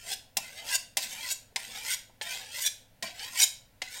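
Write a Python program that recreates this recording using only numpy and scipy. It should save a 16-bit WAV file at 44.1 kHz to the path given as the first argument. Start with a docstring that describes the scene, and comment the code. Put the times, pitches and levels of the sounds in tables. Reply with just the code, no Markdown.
"""A hand-held sharpener drawn along a steel blade, close to the microphone in a small, quiet workshop.
About three strokes come in two seconds. The tool lands with a clack, rasps lightly, then bites harder
and squeals briefly as it lifts off. The blade's resonances colour the rasp and shift as the contact
slides. Behind it the room answers over a faint hum; the recorder thins the low mids of loud moments."""
import sys
import numpy as np
from scipy import signal
from scipy.fft import rfft, irfft, next_fast_len
from scipy.io import wavfile
from scipy.ndimage import uniform_filter1d, map_coordinates

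SR = 44100
rng = np.random.default_rng(int(sys.argv[2]) if len(sys.argv) > 2 else 0)


def transcribe(u):
    """Save the signal u as a 16-bit wav file named by the first command-line argument.

    u: samples, shape (n,) or (channels, n), limited to [-1, 1]; the rate is SR.
    q: integer samples, one column per channel.
    """
    v = np.clip(np.atleast_2d(u).T, -1, 1)
    q = np.round(v * 32767).astype(np.int16)
    wavfile.write(sys.argv[1], SR, q)


N = 176400
EVENT_S = 0.2  # time allowed for one short sound


def amp(db):
    """Decibels to gain."""
    return 10 ** (np.asarray(db) / 20)


def unit(x):
    """Scale to rms 1."""
    return x / np.sqrt(np.mean(x ** 2) + 1e-20)


def along(points, hz):
    """Read a curve of (Hz, value) points on a log frequency axis."""
    point_hz, values = np.transpose(points)
    return np.interp(np.log(hz + 1), np.log(point_hz + 1), values)


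def clock(size=N):
    """Time of each sample in seconds."""
    return np.arange(size) / SR


def wobble(rate, size=N):
    """A smooth random curve with `rate` knots a second."""
    return map_coordinates(rng.standard_normal(4096), [clock(size) * rate])


def filtered(x, response):
    """Shape x by a gain that depends on frequency."""
    padded = next_fast_len(len(x) + 4096, True)
    return irfft(rfft(x, padded) * response(np.fft.rfftfreq(padded, 1 / SR)), padded)[:len(x)]


def band(x, centre_hz, width_octaves):
    """Keep a bell-shaped band of x."""
    return filtered(x, lambda hz: np.exp(-(np.log2((hz + 1) / centre_hz) / width_octaves) ** 2))


def octaves(hz):
    """Octaves above 4 kHz, the middle of the rasp."""
    return np.log2(np.maximum(hz, 500) / 4000)


def noise(spectrum, tilt_db=0, size=N):
    """Coloured noise of rms 1, tilted by tilt_db per octave."""
    white = rng.standard_normal(size)
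    return unit(filtered(white, lambda hz: amp(along(spectrum, hz) + tilt_db * octaves(hz))))


def add(out, s, sound):
    """Mix a short sound in at s seconds."""
    part = out[round(s * SR):][:len(sound)]
    part += sound[:len(part)]


# The strokes, close up, one list apiece. Each row: time in seconds, then the relative levels
# of the rasp, its low body and its treble in dB.
STROKE_LEVELS = [
    [(0.0, -55.5, -83, -56), (0.044, -49.5, -64, -51.5), (0.124, -33, -44.5, -35.5), (0.132, -29, -45, -33),
     (0.138, -33, -47, -30)],
    [(0.385, -40, -37, -44), (0.405, -49.5, -72, -47), (0.485, -49.5, -72, -53), (0.549, -51.5, -63, -54.5),
     (0.591, -42, -58.5, -48), (0.623, -53, -56.5, -56.5), (0.685, -36.5, -47.5, -39),
     (0.727, -33.5, -43.5, -36), (0.753, -30, -41.5, -27), (0.762, -30.5, -44, -27.5)],
    [(0.985, -33, -33.5, -37), (1.007, -39, -68, -40), (1.035, -32, -46, -35), (1.059, -40.5, -52.5, -42),
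     (1.087, -48, -66, -48), (1.129, -40.5, -51, -42), (1.197, -45, -56.5, -48),
     (1.297, -34.5, -53.5, -36.5), (1.321, -31.5, -49, -25.5), (1.326, -44, -74, -27.5)],
    [(1.575, -51, -42, -49), (1.593, -44.5, -64, -48), (1.701, -46.5, -56.5, -49.5), (1.775, -41, -54, -45),
     (1.825, -47, -55.5, -46.5), (1.861, -38.5, -48, -38), (1.887, -38, -51.5, -35.5),
     (1.915, -25.5, -49, -29.5), (1.944, -35.5, -52, -28.5)],
    [(2.225, -43, -50.5, -39.5), (2.245, -42.5, -61, -48), (2.317, -36.5, -47.5, -40.5),
     (2.485, -51, -64, -56), (2.579, -36.5, -52, -38), (2.603, -38.5, -56, -40), (2.621, -38, -73, -28.5),
     (2.649, -37.5, -49.5, -36.5), (2.663, -29.5, -38.5, -25), (2.676, -25, -46.5, -26)],
    [(3.04, -45, -39, -43), (3.076, -35.5, -63, -50), (3.13, -54, -65, -58.5), (3.25, -37, -49.5, -43),
     (3.276, -40.5, -56, -48.5), (3.322, -52, -66, -50), (3.365, -36, -48.5, -38.5), (3.397, -25, -43, -28),
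     (3.401, -24.5, -35, -24), (3.436, -17.5, -26.5, -18.5), (3.441, -28, -46, -18.5)],
    [(3.835, -47, -57, -52.5), (3.88, -50, -79, -57), (3.92, -47, -74, -48), (3.955, -42, -62, -42.5),
     (4.0, -50.5, -53.5, -47)],
]
# The colours of those three bands. Each row: frequency in Hz, relative level in dB.
RASP_SPECTRUM = [(900, -44), (1250, -11), (1520, -4), (2200, 0.5), (2700, 0.5), (3500, 0), (5000, -2),
                 (6500, -16.5), (9000, -46.5)]
BODY_SPECTRUM = [(100, -26.5), (230, -6.5), (350, -13), (480, -7), (630, -3.5), (1040, -1), (1200, -18.5),
                 (1600, -36)]
TREBLE_SPECTRUM = [(3500, -33.5), (5000, -9), (6200, -1), (8900, 1.5), (9600, -7), (13000, -6.5),
                   (15700, -10.5)]


def scraping(bite_s=0.01, lift_db_per_s=1502, scatter_s=0.056, judder_db=0.9, ring_db=-14.5):
    """The tool bites, rasps along the edge and lifts off; the friction sets the blade ringing."""
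    t, levels, slid_s = clock(), np.zeros((3, N)), np.zeros(N)
    for rows in STROKE_LEVELS:
        times, *bands_db = np.transpose(rows)
        start, end = times[0], times[-1]
        on = (t > start - bite_s) & (t < end + EVENT_S / 4)
        bite = np.clip((t[on] - start) / bite_s + 1, 0, 1)
        lift = amp(-lift_db_per_s * np.maximum(t[on] - end, 0))
        levels[:, on] += bite * lift * amp([np.interp(t[on], times, db) for db in bands_db])
        slid_s[on] = t[on] - start + scatter_s * rng.standard_normal()  # each starts at a new spot
    rasp, body, treble = levels * unit(amp(judder_db * wobble(150)))
    hz, friction = sliding(slid_s, rasp_db=20 * np.log10(levels[0] + 1e-9))
    force = np.zeros(N)
    for level, spectrum, trim_db in [(rasp, RASP_SPECTRUM, -2.5), (body, BODY_SPECTRUM, -1),
                                     (treble, TREBLE_SPECTRUM, -1.3)]:
        _, rub = signal.istft(friction * amp(along(spectrum, hz))[:, None])
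        force += amp(trim_db) * level * unit(rub[:N])
    return force + amp(ring_db) * blade(force, struck=False)


def sliding(slid_s, rasp_db, turns=5.5, turns_per_s=3.064, ripple_db=6.5, blur_hz=3300, patchy_db=4):
    """Short-time spectrum of the friction: standing waves either side of the contact glide with it."""
    hz, t, friction = signal.stft(grit(), SR, nperseg=1024)
    travel = turns_per_s * np.interp(t, clock(), slid_s)
    wave = 2 * np.pi * np.sqrt(hz / 1000)[:, None]  # turns are counted at 1 kHz
    behind, ahead = rng.uniform(0, 2 * np.pi, 2)
    ripple = np.cos(wave * (turns - travel) + behind) + np.cos(wave * (2 * turns + travel) + ahead)
    depth_db = ripple_db / (1 + (hz[:, None] / blur_hz) ** 2)
    # a bite harder than -42 dB thins the low end
    bite_db = np.maximum(np.interp(t, clock(), rasp_db) + 42, 0)
    thinning_db = 0.45 * bite_db * np.clip(octaves(hz), -1.5, 0)[:, None]
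    # the uneven edge makes the colour flicker
    patches = uniform_filter1d(rng.standard_normal(friction.shape), size=4, axis=0)
    patches = unit(uniform_filter1d(patches, size=4, axis=1))
    return hz, friction * amp(depth_db * ripple + thinning_db + patchy_db * patches)


def grit(grains_per_s=1800, spread_db=4, hiss_share=0.42):
    """Friction force: tiny fractures of uneven size over a smooth hiss."""
    fractures = (rng.random(N) < grains_per_s / SR) * rng.choice([-1, 1], N)
    grains = unit(fractures * amp(spread_db * rng.standard_normal(N)))
    return np.sqrt(1 - hiss_share) * grains + np.sqrt(hiss_share) * rng.standard_normal(N)


# The blade's modes. Each row: pitch in Hz, time to fall 60 dB in seconds, relative level in dB
# when struck, and when scraped.
BLADE_MODES = [(791, .09, -7, -22), (2095, .045, -10, -9), (2382, .05, -14, -7), (2700, .06, -5, -12),
               (3312, .06, -12, -4), (3832, .035, -7, -8), (4725, .04, -10, -10), (5160, .08, 0, -10),
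               (5760, .025, -14, -6), (6960, .02, -7, -4.5), (7650, .05, -14, -9), (8620, .03, -2, -3),
               (10220, .04, -11, -10), (11200, .03, -16, -10)]


def blade(force, struck):
    """A force drives the steel's decaying modes; white noise would keep its level."""
    t, ring = clock(SR // 5), 0
    for hz, t60, struck_db, scraped_db in BLADE_MODES:
        decay = amp((struck_db if struck else scraped_db) - 60 * t / t60)
        ring += decay / np.sqrt(t60) * np.sin(2 * np.pi * hz * t)
    return signal.fftconvolve(force, ring / np.linalg.norm(ring))[:N]


# The tool landing on the blade. Each row: start in seconds, relative level in dB, brightness in dB
# per octave, relative blade ring in dB, low and high pitch of the contact spot in Hz.
TOOL_LANDINGS = [(0.3697, -17.5, 9, -9.5, 795, 2746), (0.9701, -17, 7.5, -10, 800, 2070),
                 (1.56, -22, 0, -10.5, 922, 2105), (2.2122, -27.5, -3.5, -30, 860, 1740),
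                 (3.0254, -26.5, 3, -12, 649, 1900), (3.8186, -26, -2, -14, 746, 2060)]
# The colour of the clack. Each row: frequency in Hz, relative level in dB.
CLACK_SPECTRUM = [(80, -33), (250, -19.5), (500, -7), (950, -7.5), (1230, -14), (1800, 0.5), (4000, 2),
                  (8500, -7), (10500, -15), (15700, -22)]


def landings(rise_s=0.00035, hold_s=0.0046, t60_s=0.042, knock_t60_s=0.19, clink_t60_s=0.064):
    """Steel meets steel: a few milliseconds of chatter, and the contact spot and blade ring."""
    t, (contact, blows) = clock(int(EVENT_S * SR)), np.zeros((2, N))
    burst = np.minimum(t / rise_s, 1) * amp(-60 * np.maximum(t - hold_s, 0) / t60_s)
    for s, db, tilt_db, ring_db, low_hz, high_hz in TOOL_LANDINGS:
        knock = amp(-45.5 - 60 * t / knock_t60_s) * np.sin(2 * np.pi * low_hz * t)
        clink = amp(-32 - 60 * t / clink_t60_s) * np.sin(2 * np.pi * high_hz * t)
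        chatter = amp(db - 4.5) * burst * noise(CLACK_SPECTRUM, tilt_db, size=len(t))
        add(contact, s, knock + clink + chatter)
        blows[round(s * SR)] = np.linalg.norm(burst) * amp(db + ring_db)
    low_cut = signal.butter(2, 342, 'high', fs=SR, output='sos')  # the landings carry little below about 340 Hz
    return signal.sosfilt(low_cut, contact + blade(blows, struck=True))


# Squeals at the edge. Each row: centre in seconds, width in seconds, pitch in Hz, relative level in dB.
EDGE_SQUEALS = [(0.755, 0.021, 7000, -30.5), (1.329, 0.024, 7700, -39.5), (1.896, 0.015, 2150, -37.5),
                (1.914, .018, 8760, -38), (2.666, 0.035, 3476, -33.5), (2.669, 0.026, 5770, -34.5),
                (3.405, 0.0095, 5810, -24), (3.436, 0.017, 6970, -23), (3.437, 0.016, 3770, -26)]


def squeals(waver_hz=45, waver_per_s=250, gain_db=4):
    """Under pressure the slipping locks briefly onto one resonance."""
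    t, out = clock(int(EVENT_S * SR)) - EVENT_S / 2, np.zeros(N)
    for s, width, hz, db in EDGE_SQUEALS:
        phase = 2 * np.pi * np.cumsum(hz + waver_hz * wobble(waver_per_s, len(t))) / SR
        swell = amp(db + gain_db) * np.exp(-2 * (t / width) ** 2)
        add(out, s - EVENT_S / 2, swell * np.sin(phase))
    return out


# Standing waves that stand out. Each row: centre in seconds, width in seconds, pitch in Hz,
# glide in Hz per second, relative level in dB.
GLIDING_TONES = [(0.422, 0.048, 2630, -1500, -48), (0.456, 0.024, 2075, 0, -47.5),
                 (0.594, 0.043, 2064, -6, -46.5), (0.605, 0.14, 667, 1199, -56),
                 (0.734, 0.042, 1625, -3000, -37.5), (0.735, 0.071, 1007, 1503, -49),
                 (1.253, 0.042, 2000, -3000, -42.5), (2.308, 0.046, 2377, 2009, -41),
                 (2.309, 0.033, 1532, -2000, -45), (2.585, 0.014, 2050, -3000, -61),
                 (2.599, .055, 1055, 2991, -58), (3.11, 0.086, 688, 545.5, -53.5),
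                 (3.266, .055, 1021, 2501, -52), (3.375, 0.041, 1890, 992, -44.5),
                 (3.418, 0.043, 780, -1000, -48.5), (3.974, 0.043, 1020, 2504, -57.5)]


def glides(waver_hz=18, waver_per_s=120, rough_db=2, gain_db=-1):
    """Single resonances sing out of the rasp; their pitch follows the contact point."""
    t, out = clock(int(2 * EVENT_S * SR)) - EVENT_S, np.zeros(N)
    for s, width, hz, hz_per_s, db in GLIDING_TONES:
        pitch = hz + hz_per_s * t + waver_hz * wobble(waver_per_s, len(t))
        roughness = amp(rough_db * wobble(waver_per_s, len(t)))
        tone = unit(roughness * np.sin(2 * np.pi * np.cumsum(pitch) / SR))
        swell = amp(db + gain_db) * np.exp(-2 * (t / width) ** 2)
        add(out, s - EVENT_S, swell * tone)
    return out


# Burrs along the edge. Each row: start in seconds, level in dB.
BURRS = [(0.688, -33.5), (1.033, -45), (1.936, -33.5), (3.194, -38.5), (3.401, -34.5)]


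def catches(t60_s=0.075, tilt_db=7):
    """The tool catches on a burr and the rasp gives a short, sharp surge."""
    t, out = clock(int(EVENT_S * SR)), np.zeros(N)
    for s, db in BURRS:
        add(out, s, amp(db - 60 * t / t60_s) * noise(RASP_SPECTRUM, tilt_db, size=len(t)))
    return out


# Soft, low thumps. Each row: start in seconds, level in dB, band centre in Hz.
LOW_THUMPS = [(1.52, -58, 480), (2.093, -50.5, 590), (3.026, -49, 380), (3.039, -44, 174.6),
              (3.821, -45.5, 320)]


def thumps(rise_s=0.0051, t60_s=0.062):
    """Dull low knocks, some alone, some under the tool's landings on the blade."""
    t, out = clock(int(EVENT_S * SR)), np.zeros(N)
    for s, db, hz in LOW_THUMPS:
        thud = unit(band(rng.standard_normal(len(t)), hz, width_octaves=0.97))
        add(out, s, thud * np.minimum(t / rise_s, 1) * amp(db - 60 * t / t60_s))
    return out


# The workshop's reverberation. 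Each row: frequency in Hz, time to fall 60 dB in seconds.
WORKSHOP_DECAY = [(200, 0.54), (1300, 0.35), (3500, 0.37), (8000, 0.31), (15000, .3)]


def workshop(x, build_s=0.013, dull_hz=14400):
    """The room's short, diffuse answer reaches the microphone just after the direct sound."""
    hz, t, diffuse = signal.stft(rng.standard_normal(SR // 2), SR, nperseg=256)
    decay = amp(-60 * t / along(WORKSHOP_DECAY, hz)[:, None])
    dulling = np.hypot(1, (hz[:, None] / dull_hz) ** 2)
    _, tail = signal.istft(diffuse * decay / dulling, SR, nperseg=256)
    tail *= np.clip(clock(len(tail)) / build_s - 0.5, 0, 1)
    return signal.fftconvolve(x, tail / np.linalg.norm(tail))[:N]


# The air all around the microphone. Each row: frequency in Hz, relative level in dB.
AIR_SPECTRUM = [(25, -68.5), (60, -75), (170, -78.5), (270, -79.5), (370, -93.5), (520, -80), (900, -88),
                (2000, -91), (7000, -100), (15700, -98.5)]
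# The hum in the background. Each row: pitch in Hz, level in dB.
HUM_TONES = [(101, -71.5), (120, -75.5)]


def room_tone(air_db=-62.5):
    """Still air and a faint electrical hum."""
    hum = np.zeros(N)
    for hz, db in HUM_TONES:
        hum += amp(db) * np.sqrt(2) * np.sin(2 * np.pi * hz * clock() + 0.4 * wobble(2.6))
    return amp(air_db) * noise(AIR_SPECTRUM) + hum


def scene():
    """One microphone position: the sharpening close up, the workshop behind it."""
    strokes = scraping() + catches()
    zings = squeals() + glides()
    clacks = landings() + thumps()
    into_room = amp(-12.5) * strokes + amp(-19.5) * zings + amp(-18) * clacks
    sway = 0.79 * np.pi * wobble(85)  # moving hands and blade keep changing the paths into the room
    answer = workshop(into_room) * np.cos(sway) + workshop(into_room) * np.sin(sway)
    return (strokes + zings + clacks + answer + room_tone())[None]


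def suppressor(x, threshold_db=-37, window_s=0.04):
    """The recorder's noise suppressor turns the low mids down while the sound stays loud."""
    low_mids = band(x, centre_hz=300, width_octaves=0.83)
    power = np.abs(uniform_filter1d(x ** 2, SR // 200)) + 1e-12
    level_db = uniform_filter1d(10 * np.log10(power), int(window_s * SR))
    excess = amp(level_db - threshold_db) ** 2
    return x - low_mids * excess / (1 + excess)


def record(dry):
    """The microphone has a narrow dip; the recorder suppresses noise and cuts off the very top."""
    dip_hz, dip_width_hz, dip_db, top_hz = 1190, 134, -8.5, 15850
    dip = lambda hz: amp(dip_db * np.exp(-((hz - dip_hz) / dip_width_hz) ** 2))
    return filtered(suppressor(dry[0]), lambda hz: dip(hz) * (hz < top_hz))[None]


dry = scene()
out = record(dry)
transcribe(out)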